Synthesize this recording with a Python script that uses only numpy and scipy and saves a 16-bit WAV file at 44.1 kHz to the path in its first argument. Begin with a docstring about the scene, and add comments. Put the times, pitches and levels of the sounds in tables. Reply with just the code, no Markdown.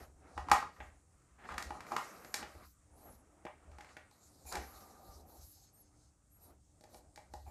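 """Folding a table out

Steel legs under a folding wooden table top swing out and their braces snap shut, in a quiet bare room.
Impacts excite decaying modes of board and brace; chattering steel is short noise bursts of set spectrum.
Rubbing, scraping and hissing are coloured noise, while grinding, rasping and droning are noise-fed modes.
Now and then sliding cloth whistles: bundles of sine tones whose pitches glide together."""
import sys
import numpy as np
from scipy import signal
from scipy.fft import rfft, irfft
from scipy.io import wavfile
from scipy.ndimage import uniform_filter1d

SR = 44100
rng = np.random.default_rng(int(sys.argv[2]) if len(sys.argv) > 2 else 0)


def put_to_file(sound):
    """Save the sound as 16-bit audio at rate SR, in the file named by the first command-line argument."""
    columns = np.atleast_2d(sound).T  # one column per channel
    safe = np.clip(columns, -1, 1)
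    whole_steps = np.round(safe * 32767)
    wavfile.write(sys.argv[1], SR, whole_steps.astype(np.int16))


N = 330750   # samples, 7.5 s

# In all tables: levels are relative, before the gains in the functions; T60 is the time to fall by 60 dB.
# Spectra are densities: f/Hz, level per Hz/dB.

# Air and hum of the room: spectrum
AIR_SPECTRUM = [(15, -36), (25, -2), (71, 9.5), (237, -10), (301, -12.5), (404, -16), (790, -21),
                (1000, -27.5), (1310, -34.5), (2850, -32), (4500, -29), (6370, -20.5), (8100, -18),
                (11500, -32.5), (15000, -64)]
AIR_DB, HUM_DB, HUM_HZ = -68.5, -82, 300

# Hands on the table: t/s, rub on wood level/dB, scrape of fittings level/dB
HAND_LEVELS = [(0.0, -56.5, -55.5), (0.14, -79, -85), (0.27, -63, -65), (0.4, -68.5, -76), (0.55, -50, -45),
               (0.75, -72.5, -76), (0.83, -64.5, -62), (1.02, -83, -84), (1.44, -82, -73),
               (1.56, -60.5, -69), (2.02, -59.5, -55), (2.33, -64.5, -66), (2.4, -55, -52.5),
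               (2.53, -67, -64.5), (2.64, -63.5, -64), (2.71, -102.5, -85), (2.94, -70.5, -79),
               (3.09, -62.5, -67.5), (3.17, -73.5, -78), (3.61, -71.5, -75.5), (3.91, -70, -66.5),
               (4.11, -78.5, -77), (4.47, -71.5, -82), (4.7, -66.5, -65), (5.18, -65, -80),
               (5.37, -66, -78), (5.55, -89, -84), (5.8, -77, -83), (6.3, -89.5, -88.5),
               (6.51, -64.5, -75.5), (6.62, -92, -94), (6.95, -65.5, -76.5), (7.12, -76.5, -87.5),
               (7.3, -74.5, -80), (7.5, -80, -92)]
# Jolts of the held board: t/s, level/dB
JOLTS_OF_BOARD = [(0.0, -50.5), (0.14, -59), (0.39, -46), (0.51, -48), (0.818, -50.5), (1.53, -51),
                  (1.68, -51.5), (2.41, -56), (2.57, -56), (2.939, -61.5), (3.09, -60), (3.7, -53),
                  (4.46, -56), (4.555, -47), (4.76, -59.5), (5.101, -51), (5.22, -56.5), (5.409, -57.5),
                  (6.299, -65), (6.469, -59.5), (6.97, -67), (7.341, -51.5), (7.47, -54)]
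JOLT_RISE_S, JOLT_FALL_S = 0.027, 0.073
# Sway modes of the held board: f/Hz, level/dB, T60/s
SWAY_MODES = [(56, -9, .3), (70.4, 0, 0.23)]
# Palms on wood, creaking board, scraping fittings: spectra
RUB_SPECTRUM = [(300, -15.5), (420, -4.5), (600, -2.5), (780, -1.5), (950, -9), (1200, -25)]
CREAK_SPECTRUM = [(100, -15.5), (140, -2.5), (200, -1), (300, 0.5), (400, -4), (520, -27)]
SCRAPE_SPECTRUM = [(800, -27), (1000, -1.5), (1250, 3.5), (1600, -4), (2200, -7), (2800, -13.5),
                   (3600, -21.5)]
CREAK_DB = -2.5   # relative to the rub

# Legs turning and sleeves sliding: start t/s, length/s, hiss level/dB, thin top level/dB
SWING_STROKES = [(-0.1, 0.14, -66.5, -71), (0.3, .25, -72.5, -101), (0.76, 0.12, -73.5, -84.5),
                 (1.5, 0.43, -69.5, -87), (1.9, 0.46, -66.5, -70.5), (2.5, 0.17, -69.5, -76.5),
                 (2.66, 0.053, -74, -73), (3.0, 0.16, -77, -74.5), (3.74, 0.21, -74, -101),
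                 (4.15, .3, -71, -81), (4.49, 0.045, -61, -67), (4.63, 0.19, -65.5, -66.5),
                 (4.85, 0.36, -69, -74), (5.16, .05, -76.5, -88), (5.3, .08, -70, -68),
                 (5.44, 0.085, -68, -64.5), (5.55, 0.093, -70, -74), (6.03, 0.026, -75, -93.5),
                 (6.42, 0.089, -82, -79), (6.93, 0.051, -69.5, -74), (7.35, .2, -76, -81)]
SWING_RISE_S, SWING_FALL_S = 0.034, 0.023   # rasps share these
# Dry friction and its thin top: spectra
HISS_SPECTRUM = [(3200, -24), (3600, -18), (3950, -1.5), (4900, -2.5), (6200, -1.5), (7700, -3.5),
                 (8400, -6.5), (10000, -8.5), (11500, -12)]
THIN_SPECTRUM = [(9000, -21.5), (10300, -12.5), (12700, 3.5), (14500, -9), (16000, -12)]
# Ringing part of the thin top: f/Hz, level/dB, T60/s
THIN_MODES = [(11500, 0, 0.0042)]
# The last leg droning through the board: start t/s, length/s, upper level/dB, lower level/dB
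DRONE_STROKES = [(4.63, 0.52, -68, -68), (5.3, .05, -85, -73), (5.575, .05, -100, -75),
                 (5.753, 0.34, -109.5, -84.5)]
DRONE_UPPER_HZ, DRONE_LOWER_HZ, DRONE_T60_S = 1204, 782, 0.065
# Rasps of a hinge: start t/s, length/s, level/dB
RASP_STROKES = [(5.41, 0.057, -71.5), (5.56, 0.13, -71), (5.78, 0.1, -78), (5.97, .12, -78.5)]
# High modes of that hinge: f/Hz, level/dB, T60/s
HINGE_MODES = [(4390, -8, .012), (5240, -1, 0.0065), (6430, 3.5, .008), (7700, -5, 0.01)]

# Metal on metal and on wood: t/s, knock level/dB, knock f/Hz, brace rattle level/dB, click level/dB
CONTACT_EVENTS = [(0.367, -46.5, 825, -68.5, -73.5), (0.377, -28.5, 920, -38, -51.5),
                  (0.485, -29.5, 1090, -46, -53), (0.497, -45, 810, -42.5, -47.5),
                  (0.515, -13.5, 963, -18, -24.5), (0.53, -23, 1010, -33, -62),
                  (0.626, -34, 1080, -67, -59), (0.764, -54, 1250, -58, -89), (0.803, -40.5, 770, -39, -64),
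                  (1.489, -33.5, 1270, -46, -60.5), (1.521, -38, 1250, -51, -56),
                  (1.541, -43, 805, -41, -54), (1.58, -30, 1400, -32, -37.5),
                  (1.624, -53, 606, -39.5, -40.5), (1.705, -33.5, 890, -43, -56.5),
                  (1.752, -39.5, 1080, -68, -68), (1.805, -45, 1210, -44, -51),
                  (1.866, -48, 1250, -50.5, -58), (1.919, -33.5, 1180, -50, -48),
                  (1.964, -23, 1270, -28.5, -37.5), (1.979, -30, 1020, -47, -50),
                  (2.247, -48.5, 604, -48, -53), (2.341, -37.5, 870, -30.5, -28),
                  (2.427, -41, 680, -37.5, -55), (2.551, -55, 606, -70.5, -66),
                  (3.451, -37, 606, -46, -56.5), (3.466, -39, 920, -42.5, -70),
                  (3.715, -56, 799, -57.5, -67), (3.784, -44.5, 900, -50.5, -58),
                  (3.807, -48, 719, -44, -55), (3.845, -53.5, 816, -52.5, -61), (3.889, -68, 840, -51, -65),
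                  (3.967, -47.5, 670, -42, -55), (4.111, -60.5, 800, -63.5, -62),
                  (4.453, -54, 780, -67, -68), (4.524, -38, 1560, -56, -37), (4.554, -39, 840, -38, -37.5),
                  (4.571, -47, 766, -41, -49), (5.109, -63, 764, -73, -66.5),
                  (6.809, -56.5, 595, -66, -59.5), (6.838, -51.5, 675, -57, -57),
                  (6.944, -50, 748, -58, -55.5), (7.159, -66, 762, -59, -51.5),
                  (7.175, -47.5, 790, -51.5, -58), (7.337, -41, 747, -54, -50.5)]
# Modes of the board, its dull low modes, and the brace: f/Hz, level/dB, T60/s
BOARD_MODES = [(603, 4, 0.064), (751, 0.5, 0.064), (842, 1.5, .06), (852, 3.5, 0.019), (938, 5, 0.025),
               (1013, 1.5, 0.016), (1090, 5, 0.021), (1220, 4, .04), (1400, -3.5, 0.053),
               (1383, -16.5, 0.16)]
DULL_MODES = [(173, -4, 0.049), (274, -2, 0.023), (356.3, -3, 0.085), (486, 1.5, .05)]
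BRACE_MODES = [(1450, -1, .05), (1600, -4, .03), (1910, 1, .06), (2050, -3, .03), (2330, -3, .035),
               (2900, -7, .025)]
# Brace rattle, catch click and thin tick: spectra
RATTLE_SPECTRUM = [(900, -60.5), (1300, -15), (1600, 7.5), (2000, -4), (2500, 1), (3000, -7.5), (3600, -8),
                   (4600, -57.5)]
CLICK_SPECTRUM = [(2200, -53.5), (3000, -28), (3800, -2), (4700, 0.5), (6000, -2.5), (7500, -4),
                  (9000, -14), (13000, -61)]
TICK_SPECTRUM = [(5000, -60), (7500, -11), (9000, -1.5), (11500, 0.5), (14000, -9.5), (16000, -10),
                 (18000, -57.5)]
KNOCK_OCTAVES = 0.51   # distance from the knock's pitch where a mode's share falls to 1/e
DULL_DB, DULL_DB_PER_OCTAVE = -12, -18   # at a knock of 800 Hz; higher knocks wake the dull modes less
# Softness is rattle level minus click level, held within 0 to 30 dB
CONTACT_MS, CONTACT_DOUBLES_DB = 2.9, 24.5   # decay constant at no softness; softness that doubles it
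TICK_DB, TICK_SOFTENS = -7, 0.1   # tick relative to the click level; dB lost per dB of softness
BRACE_LOW_HZ, BRACE_HIGH_HZ = 1940, 2320   # range of the pitch favoured in each chatter
BRACE_OCTAVES, BRACE_DB = 0.1, 7   # 1/e half-width and lift of that pitch

# Reverberation: f/Hz, T60/s, level/dB
ROOM_BANDS = [(100, 0.62, -16.5), (282, 0.26, 13.5), (840, 0.23, 0.5), (2000, 0.33, -0.5), (5000, 0.33, -2),
              (12200, .26, 0)]
ROOM_DB, FIRST_WALL_S = -4, 0.0096   # gain; time over which the reflections grow to full density

# Leg grinding through its clip or brace slot: start t/s, length/s, low, middle and high ring level/dB
GRIND_STROKES = [(1.39, 0.055, -61, -55.5, -80), (1.445, 0.013, -48, -46.5, -78),
                 (1.495, 0.031, -51, -43, -86), (1.58, 0.034, -47, -69, -64),
                 (1.92, 0.013, -34.5, -41.5, -64), (4.47, .04, -54, -68, -47),
                 (4.525, 0.047, -40, -41.5, -72), (4.6, 0.041, -54, -58, -75), (7.47, .04, -51, -74, -64.5)]
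GRIND_RISE_S, GRIND_FALL_S = 0.0078, 0.0077
# Modes of the leg in low, middle, upper and high groups: f/Hz, level/dB, T60/s (3 ms at least when rung)
LEG_MODE_GROUPS = ([(770, 4.5, 0.055), (913, 8.5, 0.017)], [(1240, 4, 0.0027), (1640, 10.5, 0.0033),
                   (1990, -10.5, 0.011)], [(2410, 0, .025)], [(7150, -5, 0.016), (9940, -6.5, 0.022),
                   (13100, -0.5, 0.0024)])

# Weave of a sleeve whistling, one list per whistle: t/s, f/Hz, level/dB
WHISTLE_CURVES = [
    [(2.898, 8530, -67), (2.97, 11220, -71.5), (3.03, 11820, -67), (3.09, 11400, -70), (3.16, 9680, -75),
     (3.21, 9920, -65.5), (3.27, 9670, -109)],
    [(5.7, 10530, -98), (5.74, 11500, -74), (5.775, 12260, -72.5), (5.82, 11270, -73), (5.86, 10100, -94.5)],
    [(6.27, 10900, -104.5), (6.32, 11460, -70), (6.37, 11600, -67.5), (6.395, 11100, -82),
     (6.44, 12150, -64.5), (6.48, 11200, -66), (6.53, 9910, -89)],
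]
# Lines of the weave: ratio to the pitch, level/dB
WEAVE_LINES = [(.72, 1), (.79, -6), (.87, -12), (.94, -9), (1.0, 0), (1.12, -13)]
# Ring of the cloth: f/Hz, level/dB
CLOTH_RESPONSE = [(7000, -28), (8400, -8), (9700, -10), (11600, 3), (13500, -19)]

BASS_CUT_HZ, STOPBAND_HZ = 35, 15650   # the top is down 60 dB from the stopband edge


def amp(db):
    """Logarithmic level: gain is 10 to the power of dB / 20."""
    return 10 ** (np.asarray(db) / 20)


def rms_one(x):
    """Equal power: scale a signal to rms 1."""
    return x / np.sqrt(np.mean(x ** 2) + 1e-20)


def in_time(rows, outside_db=-120):
    """Linear interpolation: columns of a curve per sample, with -120 in every column outside its span."""
    s, *columns = np.transpose(rows)
    t = np.arange(N) / SR
    return [np.interp(t, s, column, outside_db, outside_db) for column in columns]


def at_hz(points, hz, order=1):
    """Logarithmic frequency scale: one column of a table, interpolated by octave."""
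    table = np.array(points)
    return np.interp(np.log(hz), np.log(table[:, 0]), table[:, order])


def drift(rate):
    """Low-passed randomness: noise through a double pole near the rate in Hz, at rms 1."""
    step = 40   # samples between slow values
    pole = np.exp(-2 * np.pi * rate * step / SR)
    noise = rng.standard_normal(N // step + 2002)
    slow = signal.lfilter([1], [1, -2 * pole, pole * pole], noise)[2000:]   # settled part
    return np.interp(np.arange(N) / step, np.arange(len(slow)), rms_one(slow))


def ring(force, hz, t60):
    """Damped resonance: a unit impulse starts a decaying sine of initial height 1."""
    radius = amp(-60 / (max(t60, .003) * SR))
    angle = 2 * np.pi * hz / SR
    return signal.lfilter([0, np.sin(angle)], [1, -2 * radius * np.cos(angle), radius ** 2], force + 1e-18)


def bands(size):
    """Filter bank: quarter-octave bands of white noise with their centres."""
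    edges = 25 * 2 ** (np.arange(38) / 4)
    white = rng.standard_normal((2, size))   # neighbouring bands use different noise
    for k, (low, high) in enumerate(zip(edges, edges[1:])):
        sos = signal.butter(2, [low, high], "band", fs=SR, output="sos")
        yield np.sqrt(low * high), signal.sosfilt(sos, white[k % 2])


def coloured(spectrum, patchy_db, rate):
    """Spectral shaping: noise bands of set density flicker, partly together; rms 1."""
    out, together = 0, drift(rate)
    lowest, highest = np.array(spectrum)[[0, -1], 0]
    for hz, band in bands(N):
        if lowest < hz < highest:
            flicker_db = patchy_db * (.7 * together + drift(rate))
            out = out + amp(at_hz(spectrum, hz) + flicker_db) * band
    return rms_one(out)


def rubbed(modes):
    """Forced vibration: steady friction feeds noise to the modes; rms 1."""
    rings = [amp(level_db) * ring(rng.standard_normal(N), hz, t60) for hz, level_db, t60 in modes]
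    return rms_one(sum(rings))


def strokes(rows, rise_s, fall_s):
    """Addition of power: strokes swell up to their start, hold and decay; one gain per level column."""
    t, power = np.arange(N) / SR, 0
    for start, length, *levels_db in rows:
        before = np.minimum(t - start, 0) / rise_s
        after = np.maximum(t - start - length, 0) / fall_s
        shape = np.exp(-before ** 2 - after)
        power = power + (amp(levels_db)[:, None] * shape) ** 2
    return np.sqrt(power)


def room_tone():
    """Stationary noise: still air and microphone noise, with a faint hum as a narrow noise-fed mode."""
    air = coloured(AIR_SPECTRUM, patchy_db=1.2, rate=3)
    hum = rubbed([(HUM_HZ, 0, .6)])
    return amp(AIR_DB) * air + amp(HUM_DB) * hum


def hands():
    """Sliding friction: palms rub the wood and fittings scrape; the held board sways and creaks."""
    rub_db, scrape_db = in_time(HAND_LEVELS)
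    jolts = [(s, 0, db) for s, db in JOLTS_OF_BOARD]
    sway_gain, = strokes(jolts, JOLT_RISE_S, JOLT_FALL_S)
    sway = sway_gain * rubbed(SWAY_MODES)
    creak = coloured(CREAK_SPECTRUM, patchy_db=1.5, rate=14)
    rub = coloured(RUB_SPECTRUM, patchy_db=1.5, rate=14)
    scrape = coloured(SCRAPE_SPECTRUM, patchy_db=1.5, rate=15)
    return sway + amp(rub_db) * (rub + amp(CREAK_DB) * creak) + amp(scrape_db) * scrape


def hinges():
    """Dry friction: turning and sliding hiss, a hinge rasps on its modes and the last leg drones on two modes."""
    hiss_gain, thin_gain = strokes(SWING_STROKES, SWING_RISE_S, SWING_FALL_S)
    rasp_gain, = strokes(RASP_STROKES, SWING_RISE_S, SWING_FALL_S)
    upper_gain, lower_gain = strokes(DRONE_STROKES, 0.023, 0.039)
    hiss = coloured(HISS_SPECTRUM, patchy_db=3.0, rate=7)
    thin = amp(-4.5) * coloured(THIN_SPECTRUM, patchy_db=2.0, rate=9)
    thin = thin + amp(-0.5 + 1.5 * drift(8.8)) * rubbed(THIN_MODES)
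    drone = upper_gain * rubbed([(DRONE_UPPER_HZ, 0, DRONE_T60_S)])
    drone = drone + lower_gain * rubbed([(DRONE_LOWER_HZ, 0, DRONE_T60_S)])
    return hiss_gain * hiss + thin_gain * thin + drone + rasp_gain * rubbed(HINGE_MODES)


def struck(modes, peak_db, spread_db, pitch_hz=None):
    """Modal excitation: an impulse per contact, of random strength per mode, strongest near any given pitch."""
    out = np.zeros(N)
    at = [round(row[0] * SR) for row in CONTACT_EVENTS]
    luck_db = spread_db * rng.standard_normal((len(CONTACT_EVENTS), len(modes)))
    for k, (hz, level_db, t60) in enumerate(modes):
        near = 1
        if pitch_hz is not None:
            near = np.exp(-(np.log2(hz / pitch_hz) / KNOCK_OCTAVES) ** 2)
        sign = (-1) ** (k // 2)
        force = np.zeros(N)
        force[at] = near * sign * amp(peak_db + level_db + luck_db[:, k])
        out += ring(force, hz, t60)
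    return out


def chatter(parts_db, spectra, brace_hz, contact_ms):
    """Magnitude and phase: set spectra give the colour, the phase of dying noise gives the timing."""
    size = 2048
    hz = np.fft.rfftfreq(size, 1 / SR)[1:]
    t_ms = np.arange(size) / SR * 1000
    out = np.zeros(N + size)
    shapes = [rms_one(amp(at_hz(points, hz))) for points in spectra]
    noise = rng.standard_normal((len(CONTACT_EVENTS), size))
    contact_ms = np.clip(contact_ms, .2, 12)
    for row, gains, favoured_hz, white, ms in zip(CONTACT_EVENTS, amp(parts_db).T, brace_hz, noise, contact_ms):
        dying = white * np.sqrt(t_ms) * np.exp(-t_ms / ms)
        timing = np.exp(1j * np.angle(rfft(dying)[1:]))
        lift = amp(BRACE_DB * np.exp(-(np.log2(hz / favoured_hz) / BRACE_OCTAVES) ** 2))
        burst = irfft(np.append(0, (gains @ shapes) * lift * timing), size)
        fade = np.exp(-t_ms / (3.2 * ms)) * np.tanh(t_ms / .4)
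        at = round(row[0] * SR)
        out[at:at + size] += burst * fade
    return out[:N]


def contacts():
    """Impact: the board knocks, the brace rattles and the catch clicks; returned apart is the board's low boom."""
    _, knock_db, pitch_hz, rattle_db, click_db = np.transpose(CONTACT_EVENTS)
    knock = struck(BOARD_MODES, knock_db - 8, spread_db=2.5, pitch_hz=pitch_hz)
    wood = signal.butter(2, [550, 1800], "band", fs=SR, output="sos")   # wood takes a blow softly
    knock = signal.sosfilt(wood, knock)

    soft_db = np.clip(rattle_db - click_db, 0, 30)
    brace_hz = rng.uniform(BRACE_LOW_HZ, BRACE_HIGH_HZ, len(CONTACT_EVENTS))
    contact_ms = CONTACT_MS * 2 ** (soft_db / CONTACT_DOUBLES_DB)
    tick_db = click_db + TICK_DB - TICK_SOFTENS * soft_db
    parts_db = [rattle_db + 15.5, click_db + 20.0, tick_db + 18]
    steel = chatter(parts_db, [RATTLE_SPECTRUM, CLICK_SPECTRUM, TICK_SPECTRUM], brace_hz, contact_ms)

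    dull_db = knock_db + DULL_DB + DULL_DB_PER_OCTAVE * np.log2(pitch_hz / 800)
    boom = struck(DULL_MODES, dull_db, spread_db=2.64)
    boom = signal.sosfilt(signal.butter(2, 500, fs=SR, output="sos"), boom)   # the heavy board yields slowly

    brace = struck(BRACE_MODES, rattle_db - 12, spread_db=4.0)
    brace = signal.sosfilt(signal.butter(2, [1100, 3300], "band", fs=SR, output="sos"), brace)
    return knock + steel + brace, boom


def room(x):
    """Reverberation: dense reflections grow up to the first wall's delay, each band dying at its own rate."""
    t = np.arange(int(.8 * SR)) / SR
    tail = 0
    for hz, band in bands(len(t)):
        level_db = at_hz(ROOM_BANDS, hz, order=2) - 60 * t / at_hz(ROOM_BANDS, hz)
        tail = tail + band * amp(level_db)
    tail = tail * np.clip(t / FIRST_WALL_S, 0, 1) ** 2
    return signal.fftconvolve(x, tail / np.sqrt(np.sum(tail ** 2)))[:N]   # tail of unit energy


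def grinds():
    """Uneven slip: steel sliding on steel feeds noise to the leg's modes at a fluctuating level."""
    low, middle, high = strokes(GRIND_STROKES, GRIND_RISE_S, GRIND_FALL_S)
    upper = amp(-14) * high + amp(-20) * low
    gains = low, middle, upper, high
    ringing = sum(gain * rubbed(modes) for gain, modes in zip(gains, LEG_MODE_GROUPS))
    return amp(-8 + 1.12 * drift(65)) * ringing


def whistles():
    """Periodic friction: weave lines follow sliding speed and stand out where they cross the cloth's ring."""
    speed_hz, level_db = in_time([row for rows in WHISTLE_CURVES for row in rows])
    glide_hz = uniform_filter1d(np.maximum(speed_hz, 1), size=1500)   # 34 ms smoothing
    out = 0
    for ratio, weave_db in WEAVE_LINES:
        hz = ratio * glide_hz * (1 + 0.0017 * drift(30))
        line_db = level_db + weave_db + at_hz(CLOTH_RESPONSE, hz) + 5.9 * drift(9.6)   # broken line
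        out = out + amp(line_db) * np.sin(2 * np.pi * np.cumsum(hz) / SR)
    return out


def scene():
    """Superposition: sharp contacts and grinds reverberate; the boom and quiet layers are added dry."""
    sharp, boom = contacts()
    sharp = sharp + grinds()
    reverberant = sharp + amp(ROOM_DB) * room(sharp)
    quiet = hands() + hinges() + whistles() + room_tone()
    return (reverberant + boom + quiet)[None]


def record(dry):
    """Band limiting: the microphone drops the deepest bass and the top is cut."""
    thin = signal.sosfilt(signal.butter(2, BASS_CUT_HZ, "high", fs=SR, output="sos"), dry)
    return signal.sosfilt(signal.cheby2(20, 60, STOPBAND_HZ, fs=SR, output="sos"), thin)


dry = scene()
out = record(dry)
put_to_file(out)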